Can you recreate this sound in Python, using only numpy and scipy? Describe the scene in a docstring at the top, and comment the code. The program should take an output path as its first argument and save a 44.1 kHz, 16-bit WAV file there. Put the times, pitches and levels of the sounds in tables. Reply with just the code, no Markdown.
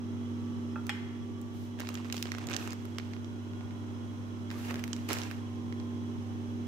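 """A fridge compressor hums and hisses throughout in a small tiled kitchen: tones plus shaped noise.
Near 0.8 s a china dish rocks on stone and clinks on a bowl: damped modes and a noisy crack.
A glove gives thin ticks at 0.87, 1.41 and 5.8 s. From 1.5 s a filled plastic bag is gripped and crinkles:
scattered clicks, pitched snaps, hiss, soft thuds. From 2.5 s, and again from 4.5 s, it slips through the
gloved hand in strokes of fine crackle; at 5.08 s it drops on the counter: a dense crash of clicks and a thud."""
import sys
import numpy as np
from scipy import signal
from scipy.fft import rfft, irfft
from scipy.io import wavfile
from scipy.ndimage import uniform_filter1d

SR = 44100
rng = np.random.default_rng(int(sys.argv[2]) if len(sys.argv) > 2 else 0)


def to_wav(sig):
    """Store sig (one row per channel, or 1-D mono) as 16-bit WAV at the path in sys.argv[1].

    Samples outside -1..1 are clipped; the rate is SR.
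    """
    pcm = np.clip(np.atleast_2d(sig), -1, 1) * 32767
    pcm = np.round(pcm).astype(np.int16)
    wavfile.write(sys.argv[1], SR, pcm.T)  # frames by channels


N = 294147
TIME = np.arange(N) / SR


def gain_of(db):
    """Decibels to amplitude."""
    return 10 ** (np.asarray(db) / 20)


def evened(x):
    """Scales to rms 1."""
    return x / np.sqrt(np.mean(x ** 2) + 1e-20)


def read(points, hz):
    """Interpolates a table on a log-frequency axis."""
    point_hz, value = np.transpose(points)
    return np.interp(np.log(hz + 1), np.log(point_hz + 1), value)


def bins(x):
    """Frequencies of the spectrum of x, Hz."""
    return np.fft.rfftfreq(x.shape[-1], 1 / SR)


def coloured(x, points):
    """Filters x by a spectrum in dB."""
    return irfft(rfft(x) * gain_of(read(points, bins(x))), x.shape[-1])


def passed(x, hz, kind, order=2):
    """Causal Butterworth low-pass or high-pass."""
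    return signal.sosfilt(signal.butter(order, hz, kind, fs=SR, output="sos"), x)


def panned(lean_db):
    """Left and right gains; lean_db is left over right."""
    return gain_of(np.array([lean_db, -lean_db]).reshape(2, -1) / 2)


def add(mix, start_s, sound):
    """Mixes a sound in at start_s."""
    part = mix[:, round(start_s * SR):][:, :sound.shape[1]]
    part += sound[:, :part.shape[1]]


def drift(rate_hz):
    """Random wandering of rms 1: 20 sines up to rate_hz, slow ones strongest."""
    # 105 knots per s: sines above 52 Hz fold down
    knot_s = np.linspace(0, N / SR, 700)
    waves = 0
    for hz in np.geomspace(rate_hz / 10, rate_hz, 20):
        waves = waves + np.sin(2 * np.pi * (hz * knot_s + rng.random())) / np.sqrt(hz)
    return np.interp(TIME, knot_s, evened(waves))


def tone(hz, waver=0.014, fading_db=2.0):
    """One line; the shorter its wavelength, the more it wavers as the microphone moves."""
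    phase = 2 * np.pi * (hz * TIME + rng.random()) + waver * np.sqrt(hz) * drift(1.998)
    fading = gain_of(fading_db * min(hz / 1000, 1) * drift(1.895))
    return fading * np.sqrt(2) * np.sin(phase)


def tones(base_hz, lines):
    """Harmonics of one repeating cycle."""
    return sum(panned(lean_db) * gain_of(db) * tone(multiple * base_hz) for multiple, db, lean_db in lines)


MAINS_HZ, SHAFT_HZ = 49.985, 47.905
# magnetic hum of the motor: (mains_multiple, level_db, lean_db)
MAINS = [(2, 0, -3.7), (4, -16.5, 1), (6, -11.5, .5), (8, -23, -3), (10, -27, -3), (12, -27, 0)]
# piston vibration: (shaft_multiple, level_db, lean_db)
PISTON = [(3, -22, -4), (5, 0, -2.2), (7, -18, -7), (8, -14.5, -4), (9, -27, -11.5), (10, -31.5, -11)]
# microphone moving through the standing waves of the room: (time_s, mains_db, piston_db)
HUM = [(0, -44.7, -40.3), (0.25, -43.0, -38.5), (0.7, -43.0, -38.4), (1.0, -45.5, -41.1),
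       (1.65, -46.0, -43.9), (2.15, -45.7, -40.9), (2.45, -44.4, -43.0), (2.9, -44.9, -42.4),
       (3.4, -44.3, -44.4), (3.95, -43.0, -42.4), (4.25, -43.4, -44.8), (4.8, -43.0, -40.0),
       (5.3, -43.2, -44.0), (5.68, -43.1, -38.7), (6.12, -42.7, -39.4), (6.3, -42.3, -41.7),
       (6.6, -42.3, -38.9)]
# thin whines that swell as the microphone passes: (shaft_multiple, level_db, loudest_s, half_width_s)
WHINE = [(16, -71, 5.9, .7), (18, -70, 5.9, .6), (21, -70, 3.9, .55), (21, -68.5, 5.75, .45),
         (22, -70.5, 3.9, .9), (22, -67, 5.7, .6), (24, -66, .5, 1.2), (27, -71, .4, .7),
         (28, -72, .47, 1.2), (28, -74, 4.6, 1.6), (30, -69, 3.7, .8), (41, -78, .34, 1.1),
         (69, -78, 4.1, .6)]
WHINE_FLICKER_DB, WHINE_FLICKER_HZ = 2, 12  # the whines come and go unsteadily


def compressor():
    """Mains hum and the slightly slower piston beat against each other under a faint whine."""
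    time_s, mains_db, piston_db = np.transpose(HUM)
    mains = gain_of(np.interp(TIME, time_s, mains_db)) * tones(MAINS_HZ, MAINS)
    piston = gain_of(np.interp(TIME, time_s, piston_db)) * tones(SHAFT_HZ, PISTON)
    whine = np.zeros(N)
    for multiple, level_db, loudest_s, half_width_s in WHINE:
        swell = np.exp(-((TIME - loudest_s) / half_width_s) ** 2)
        flicker = gain_of(WHINE_FLICKER_DB * drift(WHINE_FLICKER_HZ))
        whine += gain_of(level_db) * swell * flicker * tone(multiple * SHAFT_HZ, waver=0.11)
    return mains + piston + whine * panned(-2)


# rush of the running machine: (freq_hz, density_db_per_hz)
RUSH = [(25, -25), (50, -16), (75, -12), (108, 0.5), (160, 6.5), (220, -2), (315, 1), (440, -12),
        (650, -14.3), (830, -13), (1200, -14.8), (1700, -21), (3000, -25), (4800, -34), (6100, -27),
        (7600, -37.5), (10000, -41.5), (15000, -45.5)]
# ringing of the compressor shell: (freq_hz, width_hz, over_rush_db)
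SHELL = [(2992, 42, 8), (3298, 48, 14), (3940, 120, 7), (5230, 57, 9), (6380, 28, 5), (8260, 200, 7)]
# left-right correlation of the rush, clipped to +-1: (freq_hz, likeness)
LIKENESS = [(60, 7.3), (130, -1.7), (300, 0.7), (640, 0.16), (1400, -0.49), (3000, 0)]
# left-right balance of the rush: (freq_hz, lean_db)
LEAN = [(110, 5), (200, 2.5), (400, -6.5), (1400, -1), (4500, -6), (8000, -1), (14000, 7.5)]


def rush(level_db=-45.0, throb=0.049, follow=0.52, ripple_db=1.06):
    """Machine noise in the room, ringing in the shell; its hiss throbs once per shaft turn."""
    a, b = rfft(rng.standard_normal((2, N)))
    hz = bins(TIME)
    same = np.clip(read(LIKENESS, hz), -1, 1)
    shell_db = sum(db / (1 + (2 * (hz - f) / width_hz) ** 2) for f, width_hz, db in SHELL)
    # countless small resonances of pipes and panels ripple the hiss
    spots_hz = np.arange(0, SR / 2, 45)
    ripple = np.interp(hz, spots_hz, rng.standard_normal(len(spots_hz)))
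    panels_db = ripple_db * ripple * np.minimum(hz / 2000, 1)
    stereo = np.array([a, same * a + np.sqrt(1 - same ** 2) * b]) * panned(read(LEAN, hz))
    noise = evened(irfft(stereo * gain_of(read(RUSH, hz) + shell_db + panels_db), N))
    noise += throb * np.sin(2 * np.pi * SHAFT_HZ * TIME) * passed(noise, 1800, "high", order=1)
    # the rush partly follows the level of the mains hum
    time_s, mains_db, _ = np.transpose(HUM)
    return noise * gain_of(level_db + follow * np.interp(TIME, time_s, mains_db - mains_db.mean()))


# reverberation: (freq_hz, t60_s)
KITCHEN = [(200, 1), (1000, 1), (2500, 0.91), (6000, 0.84), (15000, 0.46)]


def kitchen(x, wet_db, early_db=-11):
    """Quick echoes off counter and tiles, then a tail that dies sooner in the treble."""
    taps = rng.standard_normal((2, SR * 2 // 3))
    hz, t, z = signal.stft(taps, SR, nperseg=256)
    decay = gain_of(-60 * t / read(KITCHEN, hz)[:, None])
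    tail = signal.istft(z * decay, SR, nperseg=256)[1]
    t = np.arange(tail.shape[1]) / SR
    tail *= np.minimum(t / 0.004, 1)
    hits = rng.random(tail.shape) < 1500 / SR
    early = rng.standard_normal(tail.shape) * hits * (t > .002) * np.exp(-t / 0.0029)
    echo = 0
    for db, part in [(wet_db, tail), (early_db, early)]:
        echo = echo + gain_of(db) * part / np.linalg.norm(part, axis=1, keepdims=True)
    return x + signal.fftconvolve(x, echo, axes=1)[:, :N]


def ringing(modes, t, phase_spread=1):
    """Dying modes; phase differs per microphone by up to phase_spread turns."""
    ring = 0
    for hz, db, t60_s in modes:
        turns = hz * t + phase_spread * rng.random((2, 1))
        ring = ring + gain_of(db - 60 * t / t60_s) * np.sin(2 * np.pi * turns)
    return ring * np.minimum(t / 0.0002, 1)


def burst(t, spread_s, flutter_s, flutter_db, click_db=-5):
    """A sharp click inside a quick noise cluster, then a weaker flutter; energy 1 per channel."""
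    cluster = evened(rng.standard_normal((2, len(t))) * t * np.exp(-(t / spread_s) ** 2))
    flutter = evened(rng.standard_normal((2, len(t))) * np.exp(-t / flutter_s))
    # the right click lands up to 12 samples either side of the left
    click = evened(np.array([t == t[30], t == t[rng.integers(18, 42)]]) * 1.)
    out = gain_of(click_db) * click + cluster + gain_of(flutter_db) * flutter
    return out / np.linalg.norm(out, axis=1, keepdims=True)


# dish rocking on the stone: (start_s, level_db)
KNOCKS = [(.7584, -30), (.7765, -42.5), (.7825, -46), (.7896, -44)]
# damped modes of the rocking dish: (freq_hz, level_db, t60_s)
FOOT = [(620, -13, .05), (880, -10, .05), (1020, -14, .05), (1230, -5, .035), (1360, 0, .036),
        (1490, -11, .04), (1700, -16, .04), (2590, -16, .035)]
KNOCK_CONTACT_S = .0008  # the foot meets the stone softly
# china touching china: (start_s, strength_db, ring_offset_db)
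CLINKS = [(0.8938, -21.5, -16), (.8990, -31, -6.5)]
# crack of china on china: (freq_hz, density_db_per_hz)
CRACK = [(200, -8), (500, -4), (800, 0), (1400, 6.5), (2300, 5.5), (3200, 2), (4000, -7), (5300, -12),
         (9000, -18), (15000, -23)]
# modes of the china: (freq_hz, level_db, t60_s)
CHINA = [(840, -3, .25), (1007, -16, .25), (1335, -14, .3), (1440, -2, .18), (1560, -11, .3),
         (1760, -12, .3), (1870, -11, .3), (2080, -2, .6), (2230, -10, .4), (2335, -9, .4), (2470, -11, .3),
         (2590, -1, .25), (2853, -6, .3), (2970, -11, .3), (3246, -2, .26), (3354, -3, .14),
         (3795, -18, .3), (4100, -17, .3), (4290, -15, .22), (5130, -12.5, .42), (5260, -11, .15),
         (7170, -15, .3), (8120, -18, .12)]
CONTACT_S, FREE_RING_DB = .007, -10.5  # the contact damps the china quickly; a weaker ring goes on


def dish():
    """Dull knocks as the dish rocks, then a clink: a crack, a short clatter and ringing china."""
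    knocks, cracks, rings = np.zeros((3, 2, N))
    t = np.arange(SR // 2) / SR
    soft = 1 - np.exp(-(t / KNOCK_CONTACT_S) ** 2)
    for start_s, level_db in KNOCKS:
        add(knocks, start_s, gain_of(level_db) * soft * ringing(FOOT, t, phase_spread=.15))
    damping = np.exp(-t / CONTACT_S) + gain_of(FREE_RING_DB)
    for start_s, strength_db, ring_offset_db in CLINKS:
        crack = burst(t, spread_s=0.0012, flutter_s=.005, flutter_db=-6, click_db=-2)
        add(cracks, start_s, gain_of(strength_db + 22) * crack)
        add(rings, start_s, gain_of(strength_db + ring_offset_db) * damping * ringing(CHINA, t))
    clink = kitchen(rings, wet_db=-9.5) + kitchen(coloured(cracks, CRACK), wet_db=-9.3)
    return kitchen(knocks, wet_db=-10) * panned(-4) + clink * panned(-1.9)


# brightness of the film as it snaps: (freq_hz, gain_db)
FILM = [(300, 8), (800, -4.5), (2000, 0), (4300, -1.5), (6000, 1), (7600, 3), (9500, -1), (15000, 1)]


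def snaps(rows, level_db, treble_db=3):
    """A crease buckles in a click and lesser ones; its facet flutters briefly at its own pitch."""
    out, t = np.zeros((2, N)), np.arange(2048) / SR
    for start_s, strength_db, pitch_hz, bright_db, lean_db in rows:
        buckle = burst(t, spread_s=0.0015, flutter_s=0.006, flutter_db=-9, click_db=0.5)
        facet = passed(passed(buckle, pitch_hz * 0.37, "high"), pitch_hz * 1.8, "low")
        facet = passed(evened(facet), 6600, "low", order=5)
        ring = evened(ringing([(pitch_hz, 0, 12 / pitch_hz)], t))
        facet = evened(facet + 0.42 * ring)
        edge = gain_of(bright_db + treble_db) * evened(passed(buckle, 4000, "high", order=1))
        # the sharp edge reaches both microphones more evenly than the facet's tone
        snap = facet * panned(lean_db - 1) + edge * panned(0.41 * lean_db + 4)
        add(out, start_s, gain_of(strength_db + level_db) * evened(snap))
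    return coloured(out, FILM)


# thin ticks of the glove: (start_s, strength_db, pitch_hz, treble_db, lean_db)
GLOVE = [(.8675, -34, 4200, -3, -5), (1.4145, -42, 7000, 16, -5), (5.799, -39.5, 3500, -22, -6)]


def glove():
    """Thin ticks, each buckling like a small crease."""
    return snaps(GLOVE, level_db=-20.5)


def click_sizes(per_s, spread_db):
    """Random clicks at per_s (scalar), sizes spread exponentially in dB up to 3 * spread_db."""
    hits = rng.random(N) < per_s / SR
    return hits * gain_of(spread_db * np.minimum(rng.exponential(1, N), 3))


def grains(per_s, spread_db, cycles, low_hz, high_hz, count):
    """Tiny pitched buckles; small bright ones are more frequent than large dull ones."""
    out, t = np.zeros((2, N)), np.arange(700) / SR
    pitches_hz = np.geomspace(low_hz, high_hz, count)
    for hz in pitches_hz:
        age = t * hz / cycles
        wave = np.sin(2 * np.pi * (hz * t + rng.random((2, 1))))
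        grain = np.sqrt(hz) * age * np.exp(-age) * wave
        clicks = click_sizes(per_s * hz / pitches_hz.sum(), spread_db)
        out += signal.oaconvolve(clicks[None], grain, axes=1)[:, :N]
    return evened(out)


def fizz(colour, per_s, spread_db):
    """Thousands of toneless micro-clicks from all over the film merge into a fine, even crackle."""
    return evened(coloured(click_sizes(per_s, spread_db) * rng.standard_normal((2, N)), colour))


# sliding film: (freq_hz, density_db_per_hz)
SLIDE = [(1000, -4), (3500, 9), (6500, 5), (9500, 0.5), (12000, 3), (15000, 1.5)]


def sliding_hiss():
    """Sliding film: shaped noise with a slight flicker in level."""
    return evened(coloured(rng.standard_normal((2, N)), SLIDE)) * gain_of(0.9 * drift(40))


def rustle(rows, crackle, hiss, attack_s, release_db_per_s, lean_db):
    """Each move swells, holds and dies, driving the crackle and the sliding hiss."""
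    crumpling, sliding = np.zeros((2, N))
    for start_s, length_s, crumple_db, slide_db in rows:
        attack = np.clip((TIME - start_s) / attack_s, 0, 1)
        shape = attack * gain_of(-release_db_per_s * np.maximum(TIME - start_s - length_s, 0))
        crumpling = np.maximum(crumpling, gain_of(crumple_db) * shape)
        sliding = np.maximum(sliding, gain_of(slide_db) * shape)
    return crumpling * crackle * panned(lean_db) + sliding * hiss * panned(.8)


# moves of the hand on the bag: (start_s, length_s, crumple_db, slide_db)
GRIPS = [(1.52, .15, -72, -64), (1.77, .22, -52, -67), (2.01, .09, -53.5, -66), (2.12, .08, -51.5, -52),
         (2.23, .21, -52, -71), (2.48, .075, -47, -64), (2.565, .09, -54, -57), (2.67, .05, -55, -66),
         (2.78, .14, -68, -71), (2.93, .22, -61.5, -72)]
# crumpling film: (freq_hz, density_db_per_hz)
CRUMPLE = [(200, -10), (420, 5.5), (600, 2), (820, 6.5), (1200, 3), (1900, -2.5), (3000, -4), (4500, -7.5),
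           (6500, -9.5), (9000, -16.5), (15000, -29)]
GRIP_ATTACK_S, GRIP_RELEASE_DB_PER_S = .03, 260  # the film tightens, then relaxes


def grips(flexes, clumps, hiss):
    """Crumpling film: pitched buckles and flexing facets in clumps, plus sliding hiss."""
    buckles = grains(per_s=2600, spread_db=4.8, cycles=0.65, low_hz=450, high_hz=12030, count=16)
    crackle = evened((evened(coloured(buckles, CRUMPLE)) + gain_of(-6) * flexes) * clumps)
    return rustle(GRIPS, crackle, hiss, GRIP_ATTACK_S, GRIP_RELEASE_DB_PER_S, lean_db=-5.5)


CREASES_PER_S, CREASE_OVER_DB, CREASE_SCATTER_DB = 30, 14.5, 3
CREASE_LOW_HZ, CREASE_HIGH_HZ, CREASE_TREBLE_DB = 1000, 2400, -23
CREASE_LEAN_DB, LEAN_SCATTER_DB = -6, 4  # left-right place of the bag, and spread of its creases


def creases():
    """Random snaps during every grip, stronger the harder the film is crumpled."""
    rows = []
    for start_s, length_s, crumple_db, _ in GRIPS:
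        for when, size, pitch, place in rng.random((round(CREASES_PER_S * length_s), 4)):
            strength_db = crumple_db + CREASE_OVER_DB + CREASE_SCATTER_DB * (2 * size - 1)
            pitch_hz = CREASE_LOW_HZ * (CREASE_HIGH_HZ / CREASE_LOW_HZ) ** pitch
            lean_db = CREASE_LEAN_DB + LEAN_SCATTER_DB * (2 * place - 1)
            rows.append((start_s + when * length_s, strength_db, pitch_hz, CREASE_TREBLE_DB, lean_db))
    return snaps(rows, level_db=-19)


# snaps and faint pats of the film: (start_s, strength_db, pitch_hz, treble_db, lean_db)
SNAPS = [(1.798, -31.0, 1600, -10, -3), (1.803, -28.0, 1510, -9, -5), (1.871, -33.0, 2600, -25, -7),
         (1.889, -25.5, 1700, -9, -11), (1.942, -35.5, 3100, -2, -9), (1.953, -29.5, 3200, -17, -7),
         (1.974, -34.0, 1700, -28, -7), (2.1, -31.5, 1920, -26, -8), (2.125, -22.5, 4000, -9, -8),
         (2.143, -27.5, 1320, -15, -10), (2.167, -29.0, 3500, -14, -8), (2.179, -31.0, 3000, -20, -7),
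         (2.226, -21.5, 4300, -7, -7), (2.255, -28.5, 1280, -28, -6), (2.269, -35.0, 2400, -21, -3),
         (2.318, -22.5, 1980, -16, -6), (2.349, -29.0, 1600, -29, -7), (2.384, -29.0, 1090, -12, -6),
         (2.47, -32.0, 6500, -6, -11), (2.487, -32.0, 3200, -24, -5), (2.498, -30.5, 1520, -11, -6),
         (2.514, -28.0, 1800, -10, -7), (2.531, -27.5, 3200, -23, -10), (2.537, -26.0, 4800, -22, -9),
         (2.545, -28.0, 3800, -26, -10), (2.565, -18.5, 4600, -13, -11), (2.675, -27.0, 1400, -10, -10),
         (2.706, -34.5, 5500, -9, -9), (2.723, -35.5, 5300, -28, -2), (2.731, -30.0, 1360, -13, -5),
         (2.853, -35.5, 1390, -11, -5), (2.984, -24.0, 2700, -18, -8), (2.998, -32.5, 1500, -33, -5),
         (3.135, -36.0, 1950, -28, -5), (3.165, -38.0, 1200, -27, -8), (3.245, -41.0, 3000, -31, -6),
         (3.534, -43.0, 1700, -32, -6), (3.608, -40.0, 1400, -34, -4), (3.708, -41.5, 1200, -33, -7),
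         (4.503, -32.5, 1800, -27, -2), (4.513, -32.0, 1410, -15, -4), (4.708, -29.5, 1460, -19, -3),
         (4.742, -29.0, 1500, -13, -5), (4.757, -30.5, 1700, -18, 1), (4.794, -34.0, 1400, -13, -6),
         (4.839, -26.0, 2400, -10, -4), (4.878, -34.5, 1460, -9, -1), (4.931, -24.0, 4800, -19, -12),
         (4.964, -37.5, 4520, -13, -3), (5.089, -26.5, 2450, -7, -5), (5.103, -24.5, 1500, -19, -4),
         (5.109, -22.0, 1200, -22, -6), (5.12, -28.5, 2800, -24, -5), (5.131, -18.0, 4500, -1, -7),
         (5.138, -24.5, 2300, -11, -3), (5.169, -27.0, 1100, -13, -5), (5.186, -30.5, 4200, -12, -5),
         (5.217, -31.0, 3500, -27, -7), (5.234, -33.0, 4800, -25, -7), (5.312, -29.5, 1300, -12, -9),
         (5.725, -33.0, 1300, -24, -7)]


def timed_snaps():
    """Snaps and faint pats of buckling film at set times and pitches."""
    return snaps(SNAPS, level_db=-19)


# contents slumping inside the bag: (start_s, level_db, length_s)
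SLUMPS = [(2.419, -45, .13), (2.5, -46, .1), (2.57, -49, .12), (4.69, -46, .11), (5.096, -38, .04)]
# thud spectrum: (freq_hz, density_db_per_hz)
SLUMP_COLOUR = [(30, -16), (110, 12.5), (170, 2.5), (340, 10), (600, -4), (850, -3), (2500, -17.5),
                (8000, -58)]


def slumps():
    """The loose filling shifts and lands with a soft thud: a swell of low noise."""
    out, t = np.zeros((2, N)), np.arange(SR // 3) / SR
    for start_s, level_db, length_s in SLUMPS:
        swell = np.exp(-(2 * (t - length_s / 2) / length_s) ** 2)
        thud = evened(coloured(rng.standard_normal(len(t)) * swell, SLUMP_COLOUR))
        thud *= np.sqrt(np.mean(swell ** 2)) * np.clip((2 * length_s - t) / length_s, 0, 1)
        add(out, start_s, gain_of(level_db) * panned(-6) * thud)
    return out


# smooth strokes of the bag through the glove: (start_s, length_s, rub_db, slide_db)
SLIPS = [(2.495, .06, -49, -70), (2.56, .095, -48.5, -66), (4.485, .10, -50, -62), (4.55, .08, -52, -55),
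         (4.62, .09, -45.5, -54.5), (4.72, .08, -52, -63), (4.81, .26, -59, -65), (5.18, .07, -51, -70),
         (5.28, .06, -54, -69)]
# rubbing film: (freq_hz, density_db_per_hz)
RUB = [(200, -6), (450, 3), (850, 4.5), (1900, 1), (3000, -5), (4500, -10), (6500, -12), (9000, -18),
       (15000, -26)]


def slips(flexes, clumps, hiss):
    """Film rubbing through the glove: toneless fizz and flexing facets, plus sliding hiss."""
    rub = evened((fizz(RUB, per_s=2600, spread_db=3.6) + gain_of(-4.5) * flexes) * clumps)
    return rustle(SLIPS, rub, hiss, GRIP_ATTACK_S, GRIP_RELEASE_DB_PER_S, lean_db=-3.8)


# bag meeting the counter: (start_s, length_s, crumple_db, slide_db)
LANDING = (5.08, .05, -38, -50)
# whole film buckling at once: (freq_hz, density_db_per_hz)
CRASH = [(200, -4), (400, 6.5), (620, 1), (820, 7), (1300, 3), (2200, 0.5), (3200, -1.5), (4500, -4),
         (6500, -7), (9000, -16), (15000, -26)]
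LAND_ATTACK_S, SETTLE_DB_PER_S = .017, 104


def landing(flexes, hiss):
    """The whole film buckles at once as the bag lands, then settles."""
    crash = evened(fizz(CRASH, per_s=4500, spread_db=4) + gain_of(-9) * flexes)
    return rustle([LANDING], crash, hiss, LAND_ATTACK_S, SETTLE_DB_PER_S, lean_db=-5.3)


CLUMP_DB, CLUMP_HZ = 1.8, 70  # one buckle sets off its neighbours: crackle in clumps


def scene():
    """The machine runs throughout; dish and bag sound close by in the kitchen."""
    machine, china = compressor() + rush(), dish()
    # larger facets flex more rarely and ring a little longer
    flexes = grains(per_s=320, spread_db=3.0, cycles=2.4, low_hz=1150, high_hz=2800, count=12)
    clumps = gain_of(CLUMP_DB * drift(CLUMP_HZ))
    hiss = sliding_hiss()
    bag = glove() + grips(flexes, clumps, hiss) + creases() + timed_snaps()
    bag += slumps() + slips(flexes, clumps, hiss) + landing(flexes, hiss)
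    return machine + china + kitchen(bag, wet_db=-14.5, early_db=-13.5)


LIMIT_DB, LIMIT_RATIO, RECOVER_DB_PER_S = -17, 1.8, 80
EDGE_HZ = 15650


def record(dry):
    """A limiter ducks everything for a moment after a sharp peak; then a low-pass band limit."""
    peak_db = 20 * np.log10(abs(dry).max(0) + 1e-9)
    over_db = np.maximum(peak_db - LIMIT_DB, 0) * (1 - 1 / LIMIT_RATIO)
    fall_db = RECOVER_DB_PER_S * TIME
    duck_db = uniform_filter1d(np.maximum.accumulate(over_db + fall_db) - fall_db, size=64)
    band = signal.firwin(401, EDGE_HZ, window=("kaiser", 9), fs=SR)
    return signal.oaconvolve(dry * gain_of(-duck_db), band[None], "same")


dry = scene()
out = record(dry)
to_wav(out)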